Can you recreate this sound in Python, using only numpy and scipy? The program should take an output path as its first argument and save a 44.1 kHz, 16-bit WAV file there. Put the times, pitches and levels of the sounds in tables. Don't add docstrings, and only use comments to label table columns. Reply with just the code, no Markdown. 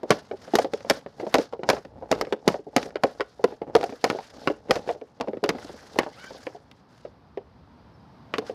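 import sys
import numpy as np
from scipy import signal
from scipy.fft import rfft, irfft
from scipy.io import wavfile

SR = 44100
rng = np.random.default_rng(int(sys.argv[2]) if len(sys.argv) > 2 else 0)


def ratio(d):
    e = np.asarray(d, float) / 20
    return 10 ** e


def store_wav(level_fs):
    pcm = np.round(np.clip(np.atleast_2d(level_fs), -1, 1) * 32767)
    wavfile.write(sys.argv[1], SR, pcm.T.astype(np.int16))


N = 376613

# time in seconds, pad thump peak in dB,
# blade knock peak in dB, edge crack peak in dB, pitch centre of the struck spot in Hz.
CONTACTS = [(.033, -21, -51.5, -34, 507), (.106, -3, -5.5, -3.5, 480), (0.121, -14.5, -19.5, -31, 450),
            (.183, -32.5, -39, -45, 497), (0.313, -21, -30, -63, 530), (.331, -24.5, -54, -70, 420),
            (.479, -31.5, -43, -45, 444), (0.537, -7.5, -28, -28, 425), (.554, -9, -10.5, -4.5, 510),
            (0.587, -8, -14.5, -15.5, 556), (.61, -24, -41, -43, 444), (.646, -17.5, -28.5, -27.5, 524),
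            (0.736, -14.5, -37.5, -19.5, 453), (.806, -39, -52, -34, 500), (.849, -25.5, -41, -59.5, 570),
            (.899, -9.5, -17.5, -2.5, 480), (0.908, -12.5, -11.5, -11, 470), (1.063, -21, -33.5, -65, 490),
            (1.199, -24, -32.5, -45, 565), (1.23, -21.5, -45, -48.5, 454), (1.267, -18.5, -39, -33.5, 454),
            (1.342, -3, -7, -3, 470), (1.353, -18, -18.5, -14.5, 464), (1.384, -9, -28, -17, 427),
            (1.415, -40, -46, -30, 510), (1.526, -28, -35.5, -54, 580), (1.535, -19, -57.5, -35.5, 545),
            (1.593, -24.5, -48.5, -62, 430), (1.634, -16.5, -27, -28, 580), (1.69, -8.5, -9.5, -7, 596),
            (1.7, -9, -10.5, -6.5, 547), (1.732, -13, -30.5, -25.5, 560), (1.766, -26, -29.5, -35.5, 480),
            (1.781, -30, -35, -50, 457), (1.85, -28.5, -38.5, -37, 377), (2.025, -26.5, -52, -68, 530),
            (2.115, -6.5, -20, -9.5, 490), (2.126, -16.5, -12, -34, 450), (2.212, -25.5, -12, -14, 450),
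            (2.222, -20, -39, -51, 415), (2.25, -49, -47, -31.5, 403), (2.27, -26.5, -35, -57, 460),
            (2.325, -13.5, -18.5, -25, 444), (2.478, -0.5, -8.5, -5.5, 480),
            (2.542, -18.5, -28.5, -42, 607), (2.592, -31, -53, -60, 340), (2.668, -29.5, -60, -76, 417),
            (2.764, -6, -11.5, -3, 560), (2.78, -37.5, -30, -19.5, 510), (2.829, -32, -48, -22, 436),
            (2.857, -27.5, -47, -48, 430), (2.889, -35.5, -55, -58, 545), (2.906, -40, -43, -38, 500),
            (2.957, -14, -24.5, -27.5, 525), (3.036, -7, -11, -15.5, 495), (3.199, -21, -30, -49, 505),
            (3.207, -17, -16, -21, 480), (3.394, -29, -55, -74.5, 498), (3.441, -4, -9.5, -10.5, 452),
            (3.478, -43, -52, -46, 534), (3.522, -27.5, -46, -48, 480), (3.618, -17.5, -32.5, -54, 480),
            (3.676, -28, -50.5, -66, 486), (3.752, -2.5, -10, -8, 540), (3.764, -22, -28, -16, 595),
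            (3.801, -22.5, -48, -45, 440), (3.811, -33, -45, -24, 480), (3.83, -15.5, -24, -20.5, 580),
            (3.84, -21.5, -48, -19, 480), (3.894, -25, -32, -51, 450), (3.925, -25.5, -39, -55, 420),
            (4.042, -4.5, -11, -6, 546), (4.077, -40, -33, -39, 430), (4.101, -9.5, -12.5, -15, 444),
            (4.116, -20, -48, -41, 470), (4.149, -18, -39, -48, 480), (4.188, -22, -50, -30.5, 796),
            (4.474, -15.5, -9, -24, 405), (4.501, -15, -29, -45, 383), (4.686, -34.5, -41, -63, 403),
            (4.696, -16.5, -36, -44, 420), (4.709, -8.5, -6, -4.5, 594), (4.756, -27, -29, -22.5, 497),
            (4.762, -20.5, -29, -24, 454), (4.876, -23, -34, -44, 480), (4.891, -16, -23.5, -53, 520),
            (4.95, -31, -48, -62, 510), (5.014, -29, -45, -40, 430), (5.201, -22, -34, -52, 620),
            (5.21, -12.5, -21.5, -18.5, 585), (5.275, -24, -39, -48, 470), (5.284, -18, -32, -34.5, 464),
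            (5.333, -20.5, -38.5, -67, 433), (5.371, -21, -42, -72, 390), (5.431, -16.5, -50, -50.5, 404),
            (5.439, -14, -17.5, -13, 470), (5.46, -22.5, -42, -29, 460), (5.491, -11, -12, -8.5, 370),
            (5.551, -24.5, -34.5, -57, 368), (5.584, -40, -35, -54, 700), (5.647, -30.5, -51, -57, 356),
            (5.696, -29, -49, -56, 410), (5.743, -32.5, -52, -58, 410), (5.96, -23, -46, -41, 534),
            (5.988, -7, -9, -7.5, 630), (6.011, -21, -27, -43, 480), (6.033, -28, -27, -28.5, 560),
            (6.065, -21, -34.5, -52, 547), (6.242, -37, -35, -44, 440), (6.308, -30.5, -43, -56, 527),
            (6.348, -33.5, -51, -59, 480), (6.468, -22, -24, -58, 504), (6.548, -32, -59, -60, 543),
            (6.714, -61, -52, -37.5, 520), (7.051, -26, -43, -54, 400), (7.374, -21, -36, -42.5, 474),
            (8.339, -28, -13.5, -22, 523), (8.353, -31.5, -53, -53, 426), (8.383, -15.5, -21.5, -17.5, 420),
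            (8.423, -30, -52, -56, 540), (8.497, -20.5, -38.5, -36, 423)]
# frequency in Hz, relative level in dB, t60 in seconds.
PAD_MODES = [(142, -16.5, 0.041), (218.7, -5, 0.096), (295.5, 2, 0.031), (373, -2.5, 0.04),
             (420, -0.5, 0.045), (480, 0.5, 0.034), (552.4, -2, 0.042), (620, -3.5, 0.038),
             (700, 4.5, 0.022), (800, 1, 0.031), (899, 0.5, 0.029)]
# frequency in Hz, relative level in dB,
# t60 in seconds.
BLADE_MODES = [(hz, level_db, 18 / hz ** .95) for hz, level_db in [(1000, -2.0), (1130, -1.5), (1300, -1.5),
               (1480, -1.5), (1720, -1.5), (1900, -3), (2100, -3), (2330, -4), (2640, -5), (2900, -4),
               (3300, -7), (3800, -8), (4400, -9), (5000, -9)]]
# frequency in Hz, relative density in dB.
CRACK_SPECTRUM = [(2000, 7), (3000, 1), (5000, 0.5), (7000, -12), (8200, -24), (10000, -22.5), (14000, -33),
                  (16500, -46.5)]
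# lag in seconds, echo level in dB.
ECHOES = [(.034, -27.5), (0.062, -31)]
# start in seconds, length in seconds, hiss level at the start in dB,
# pad rumble level at the start in dB, slowing in dB per second (negative: it grows).
SLIDES = [(0, 6.8, -70.5, -65.5, 0), (0.116, 0.022, -38, -34.5, 100), (0.188, .07, -53, -52, 118),
          (0.293, 0.025, -58, -58, 32), (.36, 0.025, -62, -68, 0), (0.421, 0.16, -50, -52, 56),
          (0.546, 0.078, -43.5, -47, -32), (0.733, .13, -51, -50, 67), (0.899, 0.078, -42.5, -40, 50),
          (1.09, 0.084, -67, -69, -32), (1.2, 0.01, -51, -48, 30), (1.255, 0.11, -56, -54.5, -100),
          (1.355, 0.07, -42, -45, 0), (1.702, 0.053, -41, -32, 96), (1.774, .07, -59, -77, 60),
          (1.91, .18, -114, -52, -41), (2.129, .06, -44, -31, 152), (2.202, .12, -54.5, -42, 87),
          (2.498, 0.055, -37.5, -32, 247), (2.777, 0.097, -43, -39.5, 84), (2.958, .02, -70, -48, -2),
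          (3.045, 0.15, -50.5, -44.5, 56), (3.243, 0.31, -65.5, -69, -3), (3.439, 0.081, -59, -40.5, 36),
          (3.644, 0.046, -84, -42, 0), (3.764, 0.098, -48.5, -39.5, 30), (3.85, .18, -52, -62, 27),
          (4.056, .03, -43, -40.5, 100), (4.092, 0.22, -47.5, -52.5, 35), (4.343, .17, -55, -47.5, -16),
          (4.527, .06, -63, -52, 50), (4.62, .08, -76, -57, 4.5), (4.719, 0.048, -40.5, -31, 20),
          (4.8, 0.079, -58, -59.5, -30), (4.884, 0.032, -47.5, -41, -34), (5.22, 0.19, -66, -50, 40),
          (5.487, 0.15, -55, -38, 65), (5.599, 0.31, -48.5, -52, 19), (5.914, 0.11, -56, -52.5, -69),
          (6.04, .14, -57, -56.5, -5), (6.183, 0.3, -50.5, -56, 13), (6.505, 0.059, -59.5, -53, 50),
          (6.903, 0.18, -63.5, -73, 14.5), (8.35, 0.1, -60, -48, 30), (8.47, 0.023, -48.5, -58, 30)]
# frequency in Hz, relative density in dB.
SCRAPE_SPECTRUM = [(700, -2), (1650, 1.5), (2420, -8), (4000, -4.5), (5080, -3), (6500, -9.5), (8000, -18),
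                   (10500, -22), (13800, -28), (16000, -31)]
# time in seconds, pitch in Hz,
# level in dB ahead of the overtone gains.
SQUEAK = [
    [(6.11, 2000, -75), (6.125, 2020, -58), (6.14, 2060, -54), (6.155, 2070, -75)],
    [(6.16, 1250, -75), (6.175, 1280, -56), (6.196, 1430, -50), (6.248, 1530, -50), (6.294, 1530, -51),
     (6.32, 1450, -75)],
]
# start in seconds, start pitch in Hz, end pitch in Hz, peak level in dB.
CHIRPS = [(7.78, 4730, 4380, -72), (7.93, 5540, 5100, -67), (7.98, 5100, 4900, -73)]
# time in seconds, level in dB.
LOW_RUMBLE = [(0, -66.5), (.5, -68), (1.85, -63), (1.95, -49.5), (2.15, -68.5), (3.2, -63.5), (4.0, -71.5),
              (4.7, -57), (5.0, -73.5), (5.6, -59), (6.7, -66.5), (7.6, -58), (8.54, -65.5)]
# frequency in Hz, relative density in dB.
STREET_SPECTRUM = [(18, -30.5), (30, -21.5), (112, 1), (233, -0.5), (328, -7.5), (499, -10), (584, -10.5),
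                   (889, -9), (2610, -29), (4910, -28.5), (7270, -47), (14000, -52), (16000, -63.5)]
# time in seconds, level in dB.
TRAFFIC = [(0, -54), (3, -65), (5.1, -60.5), (6.8, -56.5), (7.5, -55), (8.54, -49.5)]

AFTER_S = np.arange(8192) / SR
PAD_LOW_HZ, MIC_LOW_HZ = 140, 45.0
PEAK_CEILING = .72
PAD_CHATTER_S, BLADE_CHATTER_S, CHATTER_SPREAD_DB = 0.011, 0.0079, 1
PUSH_S, PUSH_DB = .0016, -4
LEAD_S = .0012
THUD_HZ, THUD_T60_S, THUD_DB = 55.0, .09, -35
HISS_RISE_DB_PER_S, HISS_FALL_DB_PER_S = 601.5, 382.5
RUMBLE_RISE_DB_PER_S, RUMBLE_FALL_DB_PER_S = 299.5, 279.5


def in_time(rows, silent_db=-110):
    s, *columns = np.transpose(rows)
    return [np.interp(np.arange(N) / SR, s, c, left=silent_db, right=silent_db) for c in columns]


def coloured(x, spectrum):
    size = x.shape[-1]
    hz = np.maximum(np.arange(size // 2 + 1) * SR / size, 1)
    point_hz, point_db = np.transpose(spectrum)
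    gain_db = np.interp(np.log(hz), np.log(point_hz), point_db)
    return irfft(rfft(x) * ratio(gain_db), size)


def rms_one(x):
    return x / np.sqrt(np.mean(x ** 2) + 1e-20)


def drift(rate_hz):
    r = np.exp(-2 * np.pi * rate_hz / SR)
    noise = rng.standard_normal(N + SR)
    return rms_one(signal.lfilter([1], [1, -2 * r, r * r], noise)[SR:])


def ringing(modes, strength_db):
    hz, level_db, t60_s = np.transpose(modes)[:, :, None]
    decay = ratio(level_db - 60 * AFTER_S / np.maximum(t60_s, .004))
    rings = decay * np.sin(2 * np.pi * hz * AFTER_S)
    signs = rng.choice([-1, 1], strength_db.shape)
    return ratio(strength_db) * signs @ rings


def to_peak(rows, peak_db):
    return rows * (ratio(peak_db) / np.abs(rows).max(axis=1))[:, None]


def struck(force, response, peak_db):
    return to_peak(irfft(rfft(force) * rfft(response), len(AFTER_S)), peak_db)


def contacts():
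    s, thump_db, knock_db, crack_db, spot_hz = np.transpose(CONTACTS)
    looseness = ratio(CHATTER_SPREAD_DB * rng.standard_normal(len(s)))

    octaves = np.log2(np.array(PAD_MODES)[:, 0] / spot_hz[:, None])
    pad = ringing(PAD_MODES, -14.0 * octaves ** 2 + rng.normal(0, 2.2, octaves.shape))
    pad_force = chatter(PAD_CHATTER_S * looseness, share=.7)
    soft_force = signal.lfilter([1], [1, -1.6, .64], pad_force)
    thump = struck(soft_force, pad, thump_db)

    blade = ringing(BLADE_MODES, rng.normal(0, 2.5, (len(s), len(BLADE_MODES))))
    knock = struck(chatter(BLADE_CHATTER_S * looseness, share=0.52), blade, knock_db)
    push = -np.sin(2 * np.pi * AFTER_S / PUSH_S) * (AFTER_S < PUSH_S)
    knock = knock + ratio(knock_db + PUSH_DB)[:, None] * push

    lead = int(LEAD_S * SR)
    hard = np.pad(knock + edge_crack(crack_db), [(0, 0), (lead, 0)])[:, :len(AFTER_S)]
    out = np.zeros(N + len(AFTER_S))
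    for at, row in zip((s * SR).astype(int) - lead, thump + hard):
        out[at:at + len(AFTER_S)] += row
    return out[:N]


def chatter(decay_s, share):
    size = (len(decay_s), len(AFTER_S))
    hits = rng.random(size) < 900.0 / SR
    force = share * rng.standard_normal(size) * hits
    force = force * np.exp(-AFTER_S / np.clip(decay_s, .001, .03)[:, None])
    force[:, 0] = 1
    return force


def edge_crack(crack_db):
    snap = np.exp(-AFTER_S / .0012)
    fizz = ratio(3.5) * np.exp(-AFTER_S / 0.0042)
    tail = ratio(-40.0) * np.exp(-AFTER_S / 0.0079)
    size = len(AFTER_S)
    noise = rng.standard_normal((len(crack_db), size))
    grit = coloured(noise * (snap + fizz + tail), CRACK_SPECTRUM)
    octaves_up = np.log2(np.maximum(np.arange(size // 2 + 1) * SR / size / 3140.0, 1))
    tilt_db_per_octave = 0.35 * (crack_db[:, None] + 25.5)
    crack = irfft(rfft(grit) * ratio(tilt_db_per_octave * octaves_up), size)
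    return to_peak(crack * (AFTER_S < .15), crack_db)


def ground():
    s, _, knock_db, *_ = np.transpose(CONTACTS)
    clicks = np.zeros(N)
    clicks[(s * SR).astype(int)] = ratio(knock_db + THUD_DB + 4.0 * rng.standard_normal(len(s)))
    thud = ringing([(THUD_HZ, 0, THUD_T60_S)], np.zeros((1, 1)))[0]
    return signal.fftconvolve(clicks, thud)[:N]


def houses(x):
    out = np.zeros(N)
    for lag_s, echo_db in ECHOES:
        lag = int(lag_s * SR)
        out[lag:] += ratio(echo_db) * x[:-lag]
    smear = rng.standard_normal(1500) * np.exp(-np.arange(1500) / 630.0)
    out = signal.fftconvolve(out, smear / np.linalg.norm(smear))[:N]
    return signal.lfilter([.5], [1, -.5], out)


def sliding():
    grain_db = 1.4 * np.minimum(rng.exponential(1, N), 4) + 2.2 * drift(70.0)
    grains = rng.standard_normal(N) * ratio(grain_db)
    hiss = patchy(coloured(grains, SCRAPE_SPECTRUM), patchy_db=2.5)

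    hits = rng.random(N) < 500.0 / SR
    bumps = rng.standard_normal(N) * hits * ratio(2.1 * drift(45.0))
    octaves = np.log2(np.array(PAD_MODES)[:, 0] / 463.0)
    pad = ringing(PAD_MODES, -12.0 * octaves[None] ** 2)[0]
    rumble = rms_one(signal.fftconvolve(bumps, pad)[:N])

    _, _, hiss_db, rumble_db, _ = np.transpose(SLIDES)
    return (strokes(hiss_db, HISS_RISE_DB_PER_S, HISS_FALL_DB_PER_S) * hiss
            + strokes(rumble_db, RUMBLE_RISE_DB_PER_S, RUMBLE_FALL_DB_PER_S) * rumble)


def strokes(level_db, rise_db_per_s, fall_db_per_s):
    power, t = 0, np.arange(0, N + 64, 64) / SR
    for (start_s, length_s, *_, slowing), db in zip(SLIDES, level_db):
        since = t - start_s
        rise = rise_db_per_s * np.maximum(-since, 0)
        slow = slowing * np.clip(since, 0, length_s)
        fall = fall_db_per_s * np.maximum(since - length_s, 0)
        power = power + ratio(db - rise - slow - fall) ** 2
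    return np.interp(np.arange(N) / SR, t, np.sqrt(power))


def patchy(x, patchy_db):
    edges_hz = np.geomspace(600, 17000, num=9)
    out = 0
    for k, edge_hz in enumerate(zip(edges_hz, edges_hz[1:])):
        band = signal.sosfilt(signal.butter(2, edge_hz, "band", fs=SR, output="sos"), x)
        out = out + (-1) ** k * ratio(patchy_db * drift(25.0)) * band
    return rms_one(out)


def shoe():
    out = 0
    for part in SQUEAK:
        hz, level_db = in_time(part)
        half_phase = np.pi * np.cumsum(hz * (1 + .02 * drift(150))) / SR
        for order, overtone_db in [(2, 2), (3, -6), (4, -6)]:
            gain = ratio(level_db + overtone_db) * (1 + .4 * drift(90))
            out = out + gain * np.sin(order * half_phase)
    return out


def bird():
    size = int(0.0443 * SR)
    out = np.zeros(N)
    for s, start_hz, end_hz, level_db in CHIRPS:
        phase = 2 * np.pi * np.cumsum(np.linspace(start_hz, end_hz, size)) / SR
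        out[int(s * SR):][:size] += ratio(level_db) * np.hanning(size) * np.sin(phase)
    return out


def low_rumble():
    level_db, = in_time(LOW_RUMBLE)
    band = signal.butter(2, [52.0, 110.0], "band", fs=SR, output="sos")
    lumps = signal.sosfilt(band, rng.standard_normal(N))
    return ratio(level_db + 1.0 * drift(7.6)) * rms_one(lumps)


def street():
    level_db, = in_time(TRAFFIC)
    noise = rms_one(coloured(rng.standard_normal(N), STREET_SPECTRUM))
    return ratio(level_db + 0.43 * drift(2.2)) * noise


def scene():
    bass_cut = signal.butter(3, PAD_LOW_HZ, "high", fs=SR, output="sos")
    near = signal.sosfilt(bass_cut, contacts())
    mix = near + houses(near) + ground() + sliding() + shoe() + bird() + low_rumble() + street()
    return mix[None]


def top_cut(x):
    return signal.sosfilt(signal.butter(12, 16980, fs=SR, output="sos"), x)


def record(dry):
    rounded = PEAK_CEILING * np.tanh(dry / PEAK_CEILING)
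    dulled = signal.sosfilt(signal.butter(6, 15000.0, fs=SR, output="sos"), rounded)
    finished = signal.sosfilt(signal.butter(2, MIC_LOW_HZ, "high", fs=SR, output="sos"), dulled)
    return top_cut(finished)


dry = scene()
out = record(dry)
store_wav(out)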